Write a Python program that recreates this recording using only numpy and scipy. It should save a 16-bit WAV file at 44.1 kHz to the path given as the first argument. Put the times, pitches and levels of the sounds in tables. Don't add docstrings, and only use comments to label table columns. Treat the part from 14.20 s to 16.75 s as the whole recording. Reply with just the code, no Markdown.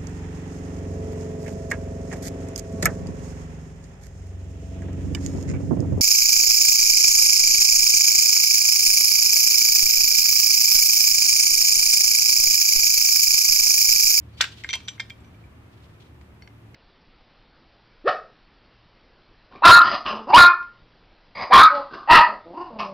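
import sys
import numpy as np
from scipy import signal
from scipy.fft import rfft, irfft
from scipy.io import wavfile
from scipy.ndimage import uniform_filter1d

SR = 44100
rng = np.random.default_rng(int(sys.argv[2]) if len(sys.argv) > 2 else 0)


def amplitude_ratio(level_db):
    exponent = np.asarray(level_db, float) / 20
    return 10 ** exponent


def master(y):
    cut = np.clip(np.atleast_2d(y).T, -1, 1)
    pcm = np.round(cut * 32767)
    wavfile.write(sys.argv[1], SR, pcm.astype(np.int16))


N = 112454
CONTACT_S, CLACK_T60_S = .0005, .02

# frequency in Hz, density in dB per Hz.
CLACK = [(250, -34), (600, -14), (1200, -5), (2000, 0), (5000, 0), (8300, -7), (9800, -24), (15500, -32)]
# frequency in Hz, side relative to mid in dB.
SIDE_DB = [(40, -30.5), (100, -19.5), (400, -4.5), (3000, 2), (15000, -1)]


def curve(table, hz):
    points = np.array(table, float)
    return amplitude_ratio(np.interp(np.log(hz + 1), np.log(points[:, 0]), points[:, 1]))


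def colour(x, gain):
    return irfft(rfft(x) * gain(np.arange(N // 2 + 1) * SR / N), N)


def unit(x):
    return x / np.sqrt(np.mean(x ** 2))


def walk(rate):
    hold = int(SR / rate)
    steps = np.repeat(rng.standard_normal(N // hold + 1), hold)
    return unit(uniform_filter1d(uniform_filter1d(steps, hold), hold)[:N])


def spread(mid, side):
    side = colour(side, lambda f: curve(SIDE_DB, f))
    return np.array([mid + side, mid - side])


def diffuse_noise(gain):
    mid, side = (unit(colour(rng.standard_normal(N), gain)) for _ in range(2))
    return spread(mid, side)


def strikes(times, gains):
    x = np.zeros(N)
    np.add.at(x, np.minimum((np.asarray(times) * SR).astype(int), N - 1), gains)
    return x


def favour(hz, centre_hz):
    return np.maximum(-5 * np.log2((hz + 1) / centre_hz) ** 2, -14)


def ring(modes, times, db, centre_hz=None):
    # frequency in Hz, left over right in dB, left lead in radians.
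    ports = np.array([(950, 3, 0), (1580, 0, -.35), (1830, -5, -.5), (2137, 0, .35), (2336, -4, .5),
                      (3200, 0, .3), (4400, 6, 1.1), (7500, 1, -1.5)]).T
    out, side = np.zeros((2, N)), np.array([[.5], [-.5]])
    push = np.hanning(int(CONTACT_S * SR) + 4)
    push /= push.sum()
    for hz, mode_db, t60 in modes:
        pole = np.exp(2j * np.pi * hz / SR - np.log(1000) / (max(t60, .004) * SR))
        favour_db = 0 if centre_hz is None else favour(hz, centre_hz)
        x = strikes(times, amplitude_ratio(db + mode_db + favour_db)) + 1e-18
        if centre_hz is None:
            x = x * np.exp(2j * np.pi * hz / SR * np.arange(N))
        z = signal.lfilter(push * pole ** np.arange(len(push)), [1, -pole], x)
        gain = amplitude_ratio(side * np.interp(hz, ports[0], ports[1]))
        turn = np.exp(1j * side * np.interp(hz, ports[0], ports[2]))
        out += (z * turn * gain).imag
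    return out


def families(blows, *groups):
    s, *db = np.array(blows).T
    return sum(ring(modes, s, d) for modes, d in zip(groups, db))


def clack(times, db, centre_hz, t60, table=CLACK):
    out, size = np.zeros((2, N)), 8192
    t, f = np.arange(size) / SR, np.arange(size // 2 + 1) * SR / size
    env = amplitude_ratio(-60 * t / t60) * np.clip(t / CONTACT_S, 0, 1)
    width = np.array([f ** 0, amplitude_ratio(-1.5) * curve(SIDE_DB, f)])
    for start, level_db, hz in zip((times * SR).astype(int), db, centre_hz + 0 * db):
        shape = curve(table, f) * amplitude_ratio(favour(f, hz)) * width
        noise = irfft(rfft(rng.standard_normal((2, size))) * shape)
        mid, side = noise / np.sqrt(np.mean(shape[0] ** 2))
        burst = amplitude_ratio(level_db) * env * np.array([mid + side, mid - side])
        out[:, start:start + size] += burst[:, :N - start]
    return out


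def knock(hits, modes, t60):
    s, db, clack_db, centre_hz = np.array(hits).T
    return ring(modes, s, db, centre_hz) + clack(s, clack_db, centre_hz, t60)


def clunk():
    # start in seconds, level in dB, clack in dB, favoured pitch in Hz.
    hits = [(.2012, -45, -39.5, 1994), (.2062, -30.5, -31.5, 1700), (.2080, -13, -18.5, 2200),
            (.2100, -26, -23, 2822), (.2116, -15.5, -18.5, 5113), (.2145, -24.5, -23.5, 1590),
            (.2190, -32, -33.5, 3990), (.2230, -22.5, -27.5, 1610), (.2320, -31, -31, 2320),
            (.2400, -24, -25, 1496), (.2520, -42, -35, 2997)]
    # frequency in Hz, level in dB, T60 in seconds.
    modes = [(1445, -5, .035), (1560, 1, .033), (1866, -4, .035), (2245, -9, .03), (2706, -8, .035),
             (3030, -12, .05), (3510, -5, .025), (3585, 0, .028), (4300, -11, .04), (4482, -8, .035),
             (5850, -10, .022), (6070, -7, .022), (7450, -11, .025)]
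    return knock(hits, modes, .045)


def spray():
    # start in seconds, level in dB.
    blows = [
        (.2090, -43.5),
        (.2240, -55),
        (.2400, -55.5),
    ]
    # frequency in Hz, density in dB per Hz.
    grit = [(5000, -24.5), (8500, -1), (10500, -6.5), (14800, -4.5), (15500, -12.5)]
    return clack(*np.array(blows).T, 11000, .09, grit)


def casting():
    # start in seconds, then dull modes, wall, bridge and clack in dB.
    knocks = [(0.4369, -56, -34, -49, -37), (0.4450, -26.5, -23, -43, -40), (0.4897, -56, -48, -29, -28),
              (0.4914, -34.5, -22, -48, -66), (0.4995, -66, -62, -28, -37), (0.5065, -60, -64, -43, -33.5),
              (0.5302, -47, -43, -32, -22.5), (0.5360, -32.5, -19, -33, -21),
              (0.5375, -61, -43, -24.5, -45), (0.5453, -70, -39.5, -43, -32), (0.554, -42, -63, -41, -29),
              (0.603, -53, -45, -61, -42.5), (0.6777, -45.5, -53, -51, -38),
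              (.6830, -38.5, -67, -28, -28.5), (0.689, -62, -54, -60, -31.5), (0.779, -47, -41, -63, -64),
              (0.7975, -29.5, -16, -43, -37), (0.8016, -30, -55, -27.5, -30.5), (0.809, -60, -63, -49, -40),
              (0.8985, -52, -50, -64, -40.5), (0.9032, -43.5, -44, -41, -47)]
    # start in seconds, level in dB.
    thuds = [(.2080, -36.5), (.2400, -43), (.4448, -45), (.4905, -47), (.5360, -33.5), (.5530, -37),
             (.5650, -48), (.6830, -54), (.7975, -41.5), (.9030, -55), (2.0125, -53)]
    # frequency in Hz, level in dB, T60 in seconds.
    dull = [(1340, -10, .025), (1590, 0, .025), (1830, -2, .025)]
    wall = [(2085, -6, .025), (2137, -2, .045)]
    bridge = [(3603, 2.5, 0.022), (4100, -26, 0.11), (4290, -11, 0.03)]
    whole = [(430, -8, .03), (660, -6, .03), (920, 0, .035), (1040, -8, .08)]
    s, dull_db, wall_db, bridge_db, clack_db = np.array(knocks).T
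    body = ring(dull, s, dull_db) + ring(bridge, s, bridge_db) + families(thuds, whole)
    return body + clack(s, clack_db, 2800, CLACK_T60_S), ring(wall, s, wall_db)


def pad_plate():
    # start in seconds, then first bend, second bend, twisting and edge in dB.
    blows = [(.4372, -39, -54, -62, -49), (0.4520, -60, -60, -70, -56), (.4650, -70, -69, -75, -60),
             (.4896, -43, -52, -38, -50), (0.496, -40, -54, -46, -64), (0.5022, -33.5, -34, -44, -66),
             (0.5067, -47, -37, -35.5, -70), (0.5312, -57, -39, -30, -44), (0.5372, -47, -32, -39, -49),
             (0.5415, -30, -24, -51, -42), (.5470, -54, -38, -56, -60), (.5600, -57, -50.5, -63, -59),
             (0.603, -49, -48, -74, -74), (.625, -70, -60, -72, -80), (.645, -68, -69, -59, -69),
             (0.653, -60, -69, -54, -77), (.665, -64, -72, -63, -77), (0.6825, -38, -37, -32, -35.5),
             (.6855, -53, -42, -53, -53), (.730, -55, -70, -61, -70), (.755, -70, -70, -69, -80),
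             (.785, -68, -59, -64, -80), (.7950, -64, -54, -46, -62), (0.7982, -32, -37, -66, -69),
             (0.8005, -62, -35.5, -69, -43.5), (0.817, -52, -54, -87, -80),
             (0.9035, -36.5, -37.5, -62, -54), (1.004, -66, -76, -75, -62),
             (1.0450, -57, -82, -64.5, -69.5), (1.075, -60, -82, -68, -80), (1.145, -58, -74, -74, -80),
             (1.239, -54, -75, -81.5, -69.5)]
    # frequency in Hz, level in dB, T60 in seconds.
    bending = [(2336, 0, .09), (2295, -8, .04)]
    bending_2 = [(3215, 0, .08), (3260, -10, .03)]
    twisting = [(5930, 0, .1)]
    edge = [(7515, 0, .065), (8160, -8, .04)]
    return families(blows, bending, bending_2, twisting, edge)


def pad_ear():
    # start in seconds, level in dB.
    blows = [
        (.6826, -24),
        (.6858, -32),
    ]
    # frequency in Hz, level in dB, T60 in seconds.
    modes = [(1500, -12, .025), (2966, -8, .04), (3300, 0, .035), (3634, -6, .045)]
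    return families(blows, modes)


def shim():
    # start in seconds, then low, middle and top modes in dB.
    blows = [(.2095, -37, -48.5, -42), (.2125, -43.5, -55.5, -42), (.2235, -58.5, -58, -56),
             (.4375, -72, -68, -70), (.4895, -71, -61, -64), (.5000, -66, -70, -66), (.5310, -70, -56, -62),
             (.5365, -62, -58, -60), (.5530, -41, -48.5, -58), (.6830, -68, -68, -66),
             (.7985, -57, -64, -66), (.8020, -60, -63, -62), (.9000, -64, -68, -56)]
    # frequency in Hz, level in dB, T60 in seconds.
    low = [(8860, -1, .03), (9884, 0, .035)]
    middle = [(11560, 0, .05), (12230, -4, .025)]
    top = [(13080, -8, .03), (13600, -3, .03), (14520, 0, .04)]
    return families(blows, low, middle, top)


def pin():
    # start in seconds, level in dB.
    blows = [
        (.5365, -41),
        (0.8005, -38.5),
        (.9036, -56),
    ]
    # frequency in Hz, level in dB, T60 in seconds.
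    modes = [(1800, -6, .04), (1820, -13, .2), (5062, 0, .045), (5078, -6, .16)]
    return families(blows, modes)


def clip():
    # start in seconds, level in dB, clack in dB, favoured pitch in Hz.
    ticks = [
        (2.0122, -63, -50.5, 1600),
        (2.0165, -75, -62.5, 3000),
        (2.2222, -45, -59, 3230),
        (2.2750, -47, -48, 2340),
        (2.5445, -45, -50, 2860),
    ]
    # frequency in Hz, level in dB, T60 in seconds.
    modes = [(1700, 0, 0.026), (2093, 7.5, 0.022), (3032, -10.5, 0.052), (4476, -11.5, 0.023),
             (5600, -3, 0.031)]
    return knock(ticks, modes, CLACK_T60_S)


def tongue():
    # start in seconds, level in dB.
    blows = [
        (.138, -66),
        (.150, -64),
        (.160, -69.5),
        (2.2225, -51.5),
        (2.5445, -50.5),
    ]
    # frequency in Hz, level in dB, T60 in seconds.
    modes = [(4460, 0, .1)]
    return families(blows, modes)


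def rub():
    # time in seconds, level in dB.
    slide = [(0, -79), (0.168, -70.5), (.180, -56.5), (.187, -51.5), (0.196, -54.5), (0.207, -45),
             (.23, -54), (1.401, -83), (1.6, -71.5), (1.64, -66), (1.67, -75), (1.72, -69.5), (1.78, -82.5),
             (1.81, -68.5), (1.86, -71.5), (1.95, -79.5), (2.029, -77), (2.1, -81), (2.55, -78.5)]
    centre_hz, width_hz, grain_db = 3200, 2600, 3
    band = lambda f: 1 / (1 + ((f - centre_hz ** 2 / (f + 1)) / width_hz) ** 2)
    db = np.interp(np.arange(N) / SR, *np.array(slide).T) + grain_db * walk(100)
    return amplitude_ratio(db) * diffuse_noise(band)


def room(x):
    low_t60_s, high_t60_s, split_hz, gap_s = .25, .24, 3600, .011
    t = np.arange(SR // 2) / SR
    noise = rng.standard_normal((3, len(t)))
    noise = noise[0] + 0.87 * noise[1:]
    low = signal.lfilter(*signal.butter(1, split_hz, fs=SR), noise)
    tail = low * amplitude_ratio(-60 * t / low_t60_s) + (noise - low) * amplitude_ratio(-60 * t / high_t60_s)
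    tail *= np.clip(t / gap_s, 0, 1) ** 2
    tail /= np.sqrt(np.sum(tail ** 2, axis=1, keepdims=True))
    return amplitude_ratio(-12.5) * signal.fftconvolve(x.mean(axis=0, keepdims=True), tail, axes=1)[:, :N]


def machine_hum():
    # frequency in Hz, level in dB rms.
    lines = [(75.4, -57.5), (113.0, -56), (285.3, -70), (360.7, -72)]
    wobble_db, drift = 3.5, .02
    out = np.zeros(N)
    for hz, db in lines:
        level = np.sqrt(2) * amplitude_ratio(db + wobble_db * walk(5.5))
        phase = 2 * np.pi * np.cumsum(hz * (1 + drift * walk(1.9))) / SR
        out += level * np.sin(phase)
    return out


def ambience(table, db, lo_hz, hi_hz):
    def gain(f):
        return curve(table, f) / np.sqrt((1 + (lo_hz / (f + 1)) ** 8) * (1 + (f / hi_hz) ** 8))
    return amplitude_ratio(db + .5 * walk(2)) * diffuse_noise(gain)


def garage():
    # frequency in Hz, density in dB per Hz.
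    rumble = [(25, -26.5), (40, -8), (50, -13.5), (65, -2.5), (112, -3), (139, -5.5), (357, -15.5),
              (600, -20.5)]
    hiss = [(400, 1.5), (650, 4.5), (1200, 1.5), (2500, -5), (4000, -15), (6500, -20.5), (10000, -22),
            (15500, -21.5)]
    return machine_hum() + ambience(rumble, -50.5, 20, 500) + ambience(hiss, -61.5, 500, 16000)


def scene():
    body, wall = casting()
    knocks = clunk() + spray() + body + clip()
    plate = pad_plate() + shim() + pin() + pad_ear() + tongue() + wall
    work = knocks + plate + room(knocks + amplitude_ratio(-7) * plate)
    no_bass = signal.butter(2, 330, "high", fs=SR, output="sos")
    return signal.sosfilt(no_bass, work) + rub() + garage()


def roll_off(x):
    return signal.sosfilt(signal.butter(12, 15640, fs=SR, output="sos"), x)


def record(dry):
    low_pass = signal.ellip(8, .2, 50, 15550, fs=SR, output="sos")
    return roll_off(signal.sosfiltfilt(low_pass, dry))


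dry = scene()
out = record(dry)
master(out)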